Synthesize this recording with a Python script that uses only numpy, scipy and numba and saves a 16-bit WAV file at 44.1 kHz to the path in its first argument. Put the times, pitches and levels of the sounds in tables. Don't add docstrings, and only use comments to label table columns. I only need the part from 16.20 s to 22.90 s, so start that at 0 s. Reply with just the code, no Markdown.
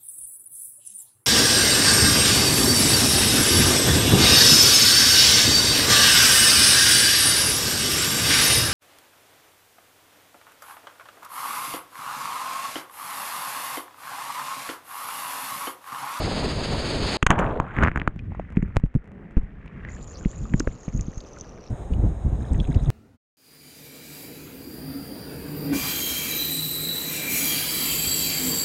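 import sys
import numpy as np
from scipy import signal
from scipy.fft import rfft, irfft
from scipy.io import wavfile
from scipy.ndimage import uniform_filter1d
from numba import njit

SR = 44100
rng = np.random.default_rng(int(sys.argv[2]) if len(sys.argv) > 2 else 0)


def unload_wav(signal):
    wavfile.write(
        sys.argv[1],
        SR,
        np.round(np.clip(np.atleast_2d(signal).T, -1, 1) * 32767).astype(np.int16),
    )


N = 295602
T = np.arange(N) / SR
SHUT_S, THIN_S, OPEN_S = 0.97, 3.69, 5.5


def amp(db):
    return 10 ** (np.asarray(db) / 20)


def unit(x):
    return x / np.sqrt(np.mean(x ** 2))


def curve(table):
    return np.interp(T, *np.transpose(table))


def between(start, end, fade):
    return np.clip((T - start) / fade + .5, 0, 1) * np.clip((end - T) / fade + .5, 0, 1)


def swells(rows):
    peaks = (amp(db) * np.exp(-np.maximum((s - T) / rise, (T - s) / fall)) for s, db, rise, fall in rows)
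    return np.sqrt(sum(peak ** 2 for peak in peaks))


def colour(x, points, size=8192):
    hz, db = np.transpose(points)
    f = np.maximum(np.arange(size // 2 + 1) * SR / size, 1)
    gain = amp(np.interp(np.log(f), np.log(hz), db))
    cepstrum = irfft(np.log(gain))
    cepstrum[1:size // 2] *= 2
    cepstrum[size // 2 + 1:] = 0
    return signal.fftconvolve(x, irfft(np.exp(rfft(cepstrum))))[:len(x)]


def walk(rate):
    hold = max(int(SR / rate), 1)
    steps = np.repeat(rng.standard_normal(N // hold + 1), hold)
    return unit(uniform_filter1d(steps, hold)[:N])


def add(out, start, x):
    i = max(int(start * SR), 0)
    out[i:i + len(x)] += x[:max(N - i, 0)]


def ring(hz, t60, glide=0):
    t = T[:int(t60 * SR) + 2]
    return np.sin(2 * np.pi * hz * t * (1 + glide * t / t60 / 2)) * np.exp(-np.log(1000) * t / t60)


def crack(t60, attack):
    t = T[:int(t60 * SR) + 2]
    return rng.standard_normal(len(t)) * (1 - np.exp(-t / attack)) * np.exp(-np.log(1000) * t / t60)


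@njit
def resonate(x, hz, width_hz):
    y, band_state, low_state = np.empty(len(x)), 0., 0.
    for i in range(len(x)):
        g, damping = np.tan(np.pi * hz[i] / SR), width_hz / hz[i]
        band = (band_state + g * (x[i] - low_state)) / (1 + g * (g + damping))
        band_state = 2 * band - band_state
        low_state += 2 * g * band
        y[i] = damping * band
    return y


def turbulence(points, rate, patchy_db):
    eddies = unit(np.tanh(walk(rate)))
    return unit(colour(rng.standard_normal(N) * amp(patchy_db * eddies), points))


def hiss(points):
    return turbulence(points, rate=46, patchy_db=1.5)


def bubbles(start, end, pitch, octaves, cycles, spread_db, count):
    out = np.zeros(N)
    pitch = np.broadcast_to(pitch, N)
    for when, rank, distance, sign in rng.random((count, 4)):
        s = start + when * (end - start)
        scatter = (rank / (1 - rank)) ** (octaves / 3)
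        hz = np.clip(pitch[min(int(s * SR), N - 1)] * scatter, 150, 9500)
        gain = (distance + .02) ** (-spread_db / 9)
        add(out, s, np.sign(sign - .5) * gain * ring(hz, cycles / hz, glide=0.25))
    return unit(out) * np.sqrt((end - start) * SR / N)


# (frequency [Hz], gain [dB])
PRESSURE_COLOUR = [(15, -3), (45, -0.5), (120, -2.5), (220, -8), (400, -16.5), (900, -31), (3000, -72)]
SEALED_FOAM_COLOUR = [(600, -1), (1300, -0.5), (1900, -0.5), (2600, -7.5), (3300, -15), (4300, -28),
                      (7000, -31.5), (12000, -48.5)]


def murmur():
    rumble = turbulence(PRESSURE_COLOUR, rate=3.3, patchy_db=1.5)
    return amp(-62) * rumble + amp(-67.5) * hiss(SEALED_FOAM_COLOUR)


# (frequency [Hz], gain [dB])
SEALED_SURF_COLOUR = [(70, -6), (130, -3.5), (190, 6), (280, -9), (400, -9), (650, -17), (1000, -24.5),
                      (2500, -65)]
THIN_SURF_COLOUR = [(90, -28), (220, -1.5), (480, 1), (750, -7.5), (950, -12), (1250, -9.5), (1800, -34.5),
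                    (2600, -21.5), (4500, -48.5)]
OPEN_SURF_COLOUR = [(150, -9), (400, 0), (760, -2.5), (1000, -10.5), (1500, -18), (2600, -28), (4500, -48)]
# (time [s], level [dB])
SURF_LEVEL = [(1.95, -69), (2.5, -57.5), (2.7, -65.5), (2.98, -49), (3.45, -57.5), (3.8, -49), (4.6, -52),
              (5.3, -48.5), (6.7, -48)]


def far_surf():
    states = [(SEALED_SURF_COLOUR, amp(8) * between(1.93, THIN_S + .05, .12)),
              (THIN_SURF_COLOUR, amp(1.5) * between(THIN_S + .05, 8, .12) * between(0, OPEN_S, .005)),
              (OPEN_SURF_COLOUR, amp(5) * between(OPEN_S, 8, .005))]
    wash = sum(turbulence(points, rate=20, patchy_db=.8) * port for points, port in states)
    return wash * amp(curve(SURF_LEVEL))


# (time [s], level [dB])
FOAM_LEVEL = [(1.95, -56.5), (2.5, -57.5), (2.72, -68.5), (3.05, -59.5), (3.3, -61.5), (3.68, -51)]


def sealed_foam():
    trickle = bubbles(2.1, 3.8, 2000, octaves=0.41, cycles=24, spread_db=1.5, count=800)
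    fizz = amp(-3.5) * hiss(SEALED_FOAM_COLOUR) + amp(3) * colour(trickle, SEALED_FOAM_COLOUR)
    return fizz * amp(curve(FOAM_LEVEL)) * between(1.93, THIN_S + .05, .12)


# (frequency [Hz], gain [dB])
FILM_COLOUR = [(900, 17.5), (1800, 15.5), (3500, 0.5), (5200, -2), (7000, -1), (8300, -14.5), (9600, -8),
               (10500, -48), (12000, -19), (15000, -39)]


def thin_film():
    start_hz, sag_hz_per_s2, fade_db_per_s = 7150, 465, 1.5
    age = np.maximum(T - THIN_S, 0)
    dip_hz = 2480 * np.exp(-((T - 3.96) / .022) ** 2)
    film_hz = np.maximum(start_hz - sag_hz_per_s2 * age ** 2 - dip_hz, 1000)
    bursts = bubbles(3.6, 5.6, 5200, octaves=.7, cycles=28, spread_db=2.8, count=900)
    sizzle = hiss(FILM_COLOUR) + amp(-6.5) * colour(bursts, FILM_COLOUR)
    wobble, flutter_db = 1 + .018 * walk(70), 2.8 * walk(55)
    ringing = resonate(sizzle, film_hz * wobble, width_hz=420.) * amp(flutter_db - 0.57 * age ** 4)
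    film = unit(sizzle + amp(25) * ringing)
    return film * amp(-55 - fade_db_per_s * age) * between(THIN_S, OPEN_S, 0.047)


# (frequency [Hz], gain [dB])
OPEN_FOAM_COLOUR = [(900, -10), (1600, 3.5), (2600, -7), (3900, 3), (4400, -19.5), (5000, -8), (6000, -11),
                    (6500, 5.5), (7500, -3), (9200, 1), (10000, -40), (12000, -16), (15000, -40.5)]


def lapping():
    laps = bubbles(6.2, 7.7, 3860, octaves=1.17, cycles=32, spread_db=3, count=320)
    fizz = amp(-61.5) * hiss(OPEN_FOAM_COLOUR) + amp(-57.5) * colour(laps, OPEN_FOAM_COLOUR)
    return fizz * between(OPEN_S, 8, .004)


# (time [s], level [dB], pitch [Hz], bandwidth [Hz])
NEAR_DRIPS = [(1.991, -28.5, 2440, 640), (3.477, -39.5, 2270, 1200), (3.6487, -28, 1800, 666),
              (3.686, -32, 2020, 500), (4.0485, -32, 2160, 1200), (4.253, -35, 1260, 400),
              (4.3965, -13.5, 6400, 2560), (4.774, -33, 6720, 600), (4.809, -25, 6730, 2370),
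              (4.9782, -30.5, 6420, 700), (5.004, -33, 4300, 2600), (5.1852, -32, 6400, 2180),
              (5.2094, -27, 6040, 1000), (5.7346, -34.5, 2870, 800), (6.3324, -29, 8440, 1500),
              (6.344, -34, 1960, 600), (6.4, -25.5, 3340, 800), (6.545, -31.5, 2960, 3970)]


def drips():
    out = np.zeros(N)
    for s, db, hz, width_hz in NEAR_DRIPS:
        splat = crack(t60=0.019, attack=0.00075)
        centre = np.full(len(splat), float(hz))
        for _ in range(2):
            splat = resonate(splat, centre, float(width_hz))
        add(out, s, amp(db - 21) * unit(splat))
        add(out, s + 0.0012, amp(db - 1.5) * ring(hz, t60=13 / width_hz, glide=0.066))
    return colour(out, [(7000, 0), (9000, -13), (10500, -12), (15000, -21)])


# (frequency [Hz], gain [dB])
SEALED_WIND_COLOUR = [(12, -25.5), (30, -3.5), (55, -3.5), (100, -8.5), (180, -12.5), (260, -18.5),
                      (400, -32), (900, -53.5), (3000, -82)]
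OPEN_WIND_COLOUR = [(12, -17), (30, 1), (55, 3.5), (100, -5), (170, -9), (260, -17), (400, -26.5),
                    (900, -43), (3000, -83)]
# (time [s], level [dB], rise [s], fall [s])
PORT_GUSTS = [(2.13, -30.5, 0.17, 0.077), (2.48, -29.5, 0.16, 0.097), (3.75, -34.5, 0.23, 0.2),
              (4.3, -27, 0.16, 0.15), (4.79, -23.5, 0.048, 0.081), (5.519, -20.5, 0.017, 0.02),
              (5.84, -18.5, 0.045, 0.23), (6.53, -16, 0.091, 0.22), (6.7, -22, 0.11, .1)]


def wind():
    gusts = swells(PORT_GUSTS)
    sealed_breeze = amp(-46.5)
    open_breeze = amp(-22.5) * (1 - np.exp(-np.maximum(T - OPEN_S, 0) / 0.16))
    sealed = turbulence(SEALED_WIND_COLOUR, rate=30, patchy_db=3.5) * np.hypot(gusts, sealed_breeze)
    opened = turbulence(OPEN_WIND_COLOUR, rate=45, patchy_db=5.5) * np.hypot(gusts, open_breeze)
    return sealed * between(1.7, OPEN_S, 0.012) + opened * between(OPEN_S, 8, 0.0072)


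# (time [s], level [dB], film pitch [Hz], relative heave [dB], relative tick [dB])
PORT_KNOCKS = [(1.0298, -15.5, 220.5, -11, -24), (1.102, -7.5, 167, -20, -30),
               (1.961, -28.5, 182, -12, -8.5), (2.371, -8, 192, -30, -34), (2.392, -20, 150, -3, -55),
               (2.4272, -14, 184, -14, -31), (2.561, -18.5, 111, -22, -5.5), (2.5681, -10.5, 96, -17, 4.5),
               (2.599, -42, 120, -3, 6), (2.6371, -10, 142, -7, -28), (2.6625, -39.5, 120, -3, 2.5),
               (2.751, -11, 144, -34.5, -19), (2.7592, -13, 177, -7.5, -22.5), (3.11, -41, 150, -7, 1.5),
               (3.1688, -14, 185, 7, -15.5), (3.179, -23, 246, 12.5, -6), (3.233, -29.5, 70, 2, -12),
               (4.057, -11.5, 184, -7, -24.5), (4.341, -7, 163, -12.5, -22), (4.402, -18.5, 300, -7, -6),
               (4.4725, -19, 243, -4, -9), (4.6795, -20, 165, -26, -32), (4.748, -13.5, 102, -33, -51),
               (4.882, -21.5, 183, -13, -50), (4.973, -24, 69.4, -7, -48)]


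def thumps():
    film, ticks = np.zeros(N), np.zeros(N)
    film_t60_s = 0.028
    tick = np.exp(-T[:SR // 100] / .0007)
    for s, db, hz, heave_db, tick_db in PORT_KNOCKS:
        add(film, s, amp(db) * ring(hz, film_t60_s))
        add(film, s + 0.0016, amp(db - 16.5) * ring(hz * 2.09, film_t60_s * 1.02))
        add(film, s, amp(db + heave_db) * ring(hz=45.1, t60=0.099))
        add(ticks, s, amp(db + tick_db) * tick)
    for s, size in rng.uniform((2.2, 0), (3.6, 1), (16, 2)):
        add(ticks, s, amp(-35.5) * size * tick)
    film = colour(film, [(250, 6.5), (450, 7), (900, -26.5), (3000, -38.5)])
    ticks = colour(ticks, [(2500, 4.5), (4500, -12), (6800, -3), (10000, -9.5),
                           (12000, -18), (15000, -39.5)])
    return film + ticks


# (frequency [Hz], gain [dB])
RUSH_COLOUR = [(120, -9.5), (250, -0.5), (480, -1.5), (800, -6.5), (1300, -14), (2200, -32), (4000, -51)]
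SPRAY_COLOUR = [(900, -1.5), (1700, -1.5), (3500, -2.5), (4700, 1), (5150, -6), (5600, -23), (6000, -23.5),
                (6500, -6), (7200, -14.5), (9800, -16), (10600, -37), (11400, -28.5), (15000, -64)]


def wave():
    gurgle = bubbles(0, 0.92, 517, octaves=0.62, cycles=4.5, spread_db=4, count=260)
    rush = amp(-3.5) * turbulence(RUSH_COLOUR, rate=45, patchy_db=2.5) + amp(-7) * gurgle
    droplets = bubbles(0, 1, 3810, octaves=0.99, cycles=24, spread_db=-1, count=900)
    spray = unit(hiss(SPRAY_COLOUR) + amp(-15) * colour(droplets, SPRAY_COLOUR))
    port_hz = 5040 - 750 * T
    spray += amp(-5.5) * resonate(spray, port_hz, width_hz=390.)
    rumble = turbulence(PRESSURE_COLOUR, rate=30, patchy_db=2)
    trough = amp(-4 * np.exp(-((T - .72) / 0.26) ** 2))
    crest = amp(6 * np.exp(-np.abs(SHUT_S - T) / 0.13))
    breaker = (amp(-27.5) * rush * trough + amp(-34) * spray) * crest
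    port = between(-1, SHUT_S, 0.0014) + amp(-37.5) * between(SHUT_S, 1.03, 0.0017)
    return (breaker + amp(-27.5) * rumble) * port


# (time [s], bubble level [dB], pressure level [dB], rise [s], fall [s])
UNDERWATER_SURGES = [(1.112, -20.5, -14, 0.01, 0.025), (1.203, -25.5, -20.5, 0.04, 0.14),
                     (1.631, -24.5, -18, 0.047, 0.037), (1.765, -36, -25, 0.031, 0.081)]
# (time [s], pitch [Hz])
BUBBLE_PITCH = [(1.1, 1070), (1.28, 940), (1.37, 530), (1.46, 1180), (1.58, 1490)]
# (frequency [Hz], gain [dB])
UNDERWATER_COLOUR = [(150, -2.5), (400, -1.5), (1500, -1.5), (2600, -3), (3300, -5.5), (4500, -22),
                     (5600, -27), (6700, -12), (8500, -18), (15000, -52)]


def churn():
    stirring = swells((s, db, rise, fall) for s, db, _, rise, fall in UNDERWATER_SURGES)
    stirring *= amp(-6.5 * between(1.695, 8, .02))
    pressure = swells((s, db, rise, fall) for s, _, db, rise, fall in UNDERWATER_SURGES)
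    pitch = curve(BUBBLE_PITCH)
    cloud = bubbles(0.99, 2, pitch, octaves=.55, cycles=12, spread_db=4, count=2600)
    pops = bubbles(1, 2, pitch, octaves=.35, cycles=28, spread_db=2, count=80)
    crackle = bubbles(1, 1.6, 4860, octaves=1.2, cycles=14, spread_db=8.5, count=1400)
    water = colour(amp(3) * cloud + amp(-4.5) * pops + amp(-15) * crackle, UNDERWATER_COLOUR)
    surge = turbulence(PRESSURE_COLOUR, rate=21, patchy_db=-2.5)
    return (water * stirring + surge * pressure) * between(1.055, 1.95, 0.01)


# (time [s], level [dB], trapped air pitch [Hz], relative crack [dB])
CASE_SLAPS = [(1.0272, -3, 2800, 0), (1.0654, -2, 1060, 3), (1.0675, -9.5, 2100, 8.5), (1.1044, -6, 800, 9),
              (1.1131, -5.5, 1910, -5), (1.19, -13, 1480, 3), (1.1958, -8.5, 553, -4.5),
              (1.4, -5, 1010, -14.5), (1.5657, -15.5, 1860, -18), (1.5866, -9.5, 1880, -29),
              (1.6266, -9.5, 1710, -14), (1.634, -4.5, 1310, -16), (1.636, -5, 1720, -7.5),
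              (1.649, -8, 2000, -27), (1.662, -8.5, 1190, -30), (1.6742, -7.5, 1740, -31),
              (1.683, -6.5, 1520, -29), (1.7158, -19, 1920, -23), (1.7596, -9.5, 1527, -12),
              (1.7745, -11, 1650, -12.5), (1.799, -14.5, 3050, -27), (1.8165, -13, 1940, -36),
              (1.8761, -4, 1320, -15.5), (2.12, -30.5, 820, -24), (2.149, -28.5, 943, -15),
              (2.1967, -16.5, 638, -21), (2.37, -18, 2280, -13.5), (2.4257, -24.5, 1960, -10.5),
              (3.1712, -25, 1520, -12), (4.338, -16.5, 1940, -5), (4.404, -18, 1540, -5),
              (4.4743, -16.5, 1560, -33), (4.4742, -14.5, 533, -23), (4.6806, -27.5, 575, -9.5)]
# (frequency [Hz], gain [dB])
CASE_COLOUR = [(200, -8.5), (1000, 13), (3100, 5.5), (4200, -21.5), (5600, -17), (6600, -1.5), (7800, -12),
               (10000, -21), (12000, -37), (15000, -27)]


def slaps():
    air, push, case = np.zeros(N), np.zeros(N), np.zeros(N)
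    ring_cycles = 7.4
    for s, db, hz, crack_db in CASE_SLAPS:
        add(air, s, amp(db) * ring(hz, t60=ring_cycles / hz, glide=0.049))
        add(push, s, amp(db - 0.5) * ring(hz=163, t60=0.0074))
        add(push, s, amp(db - 23) * ring(hz=55.3, t60=0.045))
        add(case, s - .0004, amp(db + crack_db - 2) * crack(t60=0.011, attack=0.00088))
        add(case, s - .004, amp(db + crack_db - 34) * crack(t60=.06, attack=0.0074))
    air = colour(air, [(2500, 1.5), (4500, -18), (9000, -17.5), (15000, -36)])
    push = colour(push, [(300, 6), (1000, -35.5), (4000, -42)])
    return air + push + colour(case, CASE_COLOUR)


def scene():
    on_case = murmur() + wave() + churn() + slaps() + thumps()
    sea = far_surf() + sealed_foam() + thin_film() + lapping() + drips()
    return (on_case + sea + wind())[None]


def record(dry):
    ceiling, top_hz = 0.77, 15500
    squeezed = dry / (1 + (dry / ceiling) ** 4) ** (1 / 4)
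    coupled = signal.sosfilt(signal.butter(1, 12, "high", fs=SR, output="sos"), squeezed)
    dulled = signal.sosfilt(signal.butter(2, 12500, fs=SR, output="sos"), coupled)
    return signal.sosfilt(signal.ellip(8, .2, 70, top_hz, fs=SR, output="sos"), dulled)


dry = scene()
out = record(dry)
unload_wav(out)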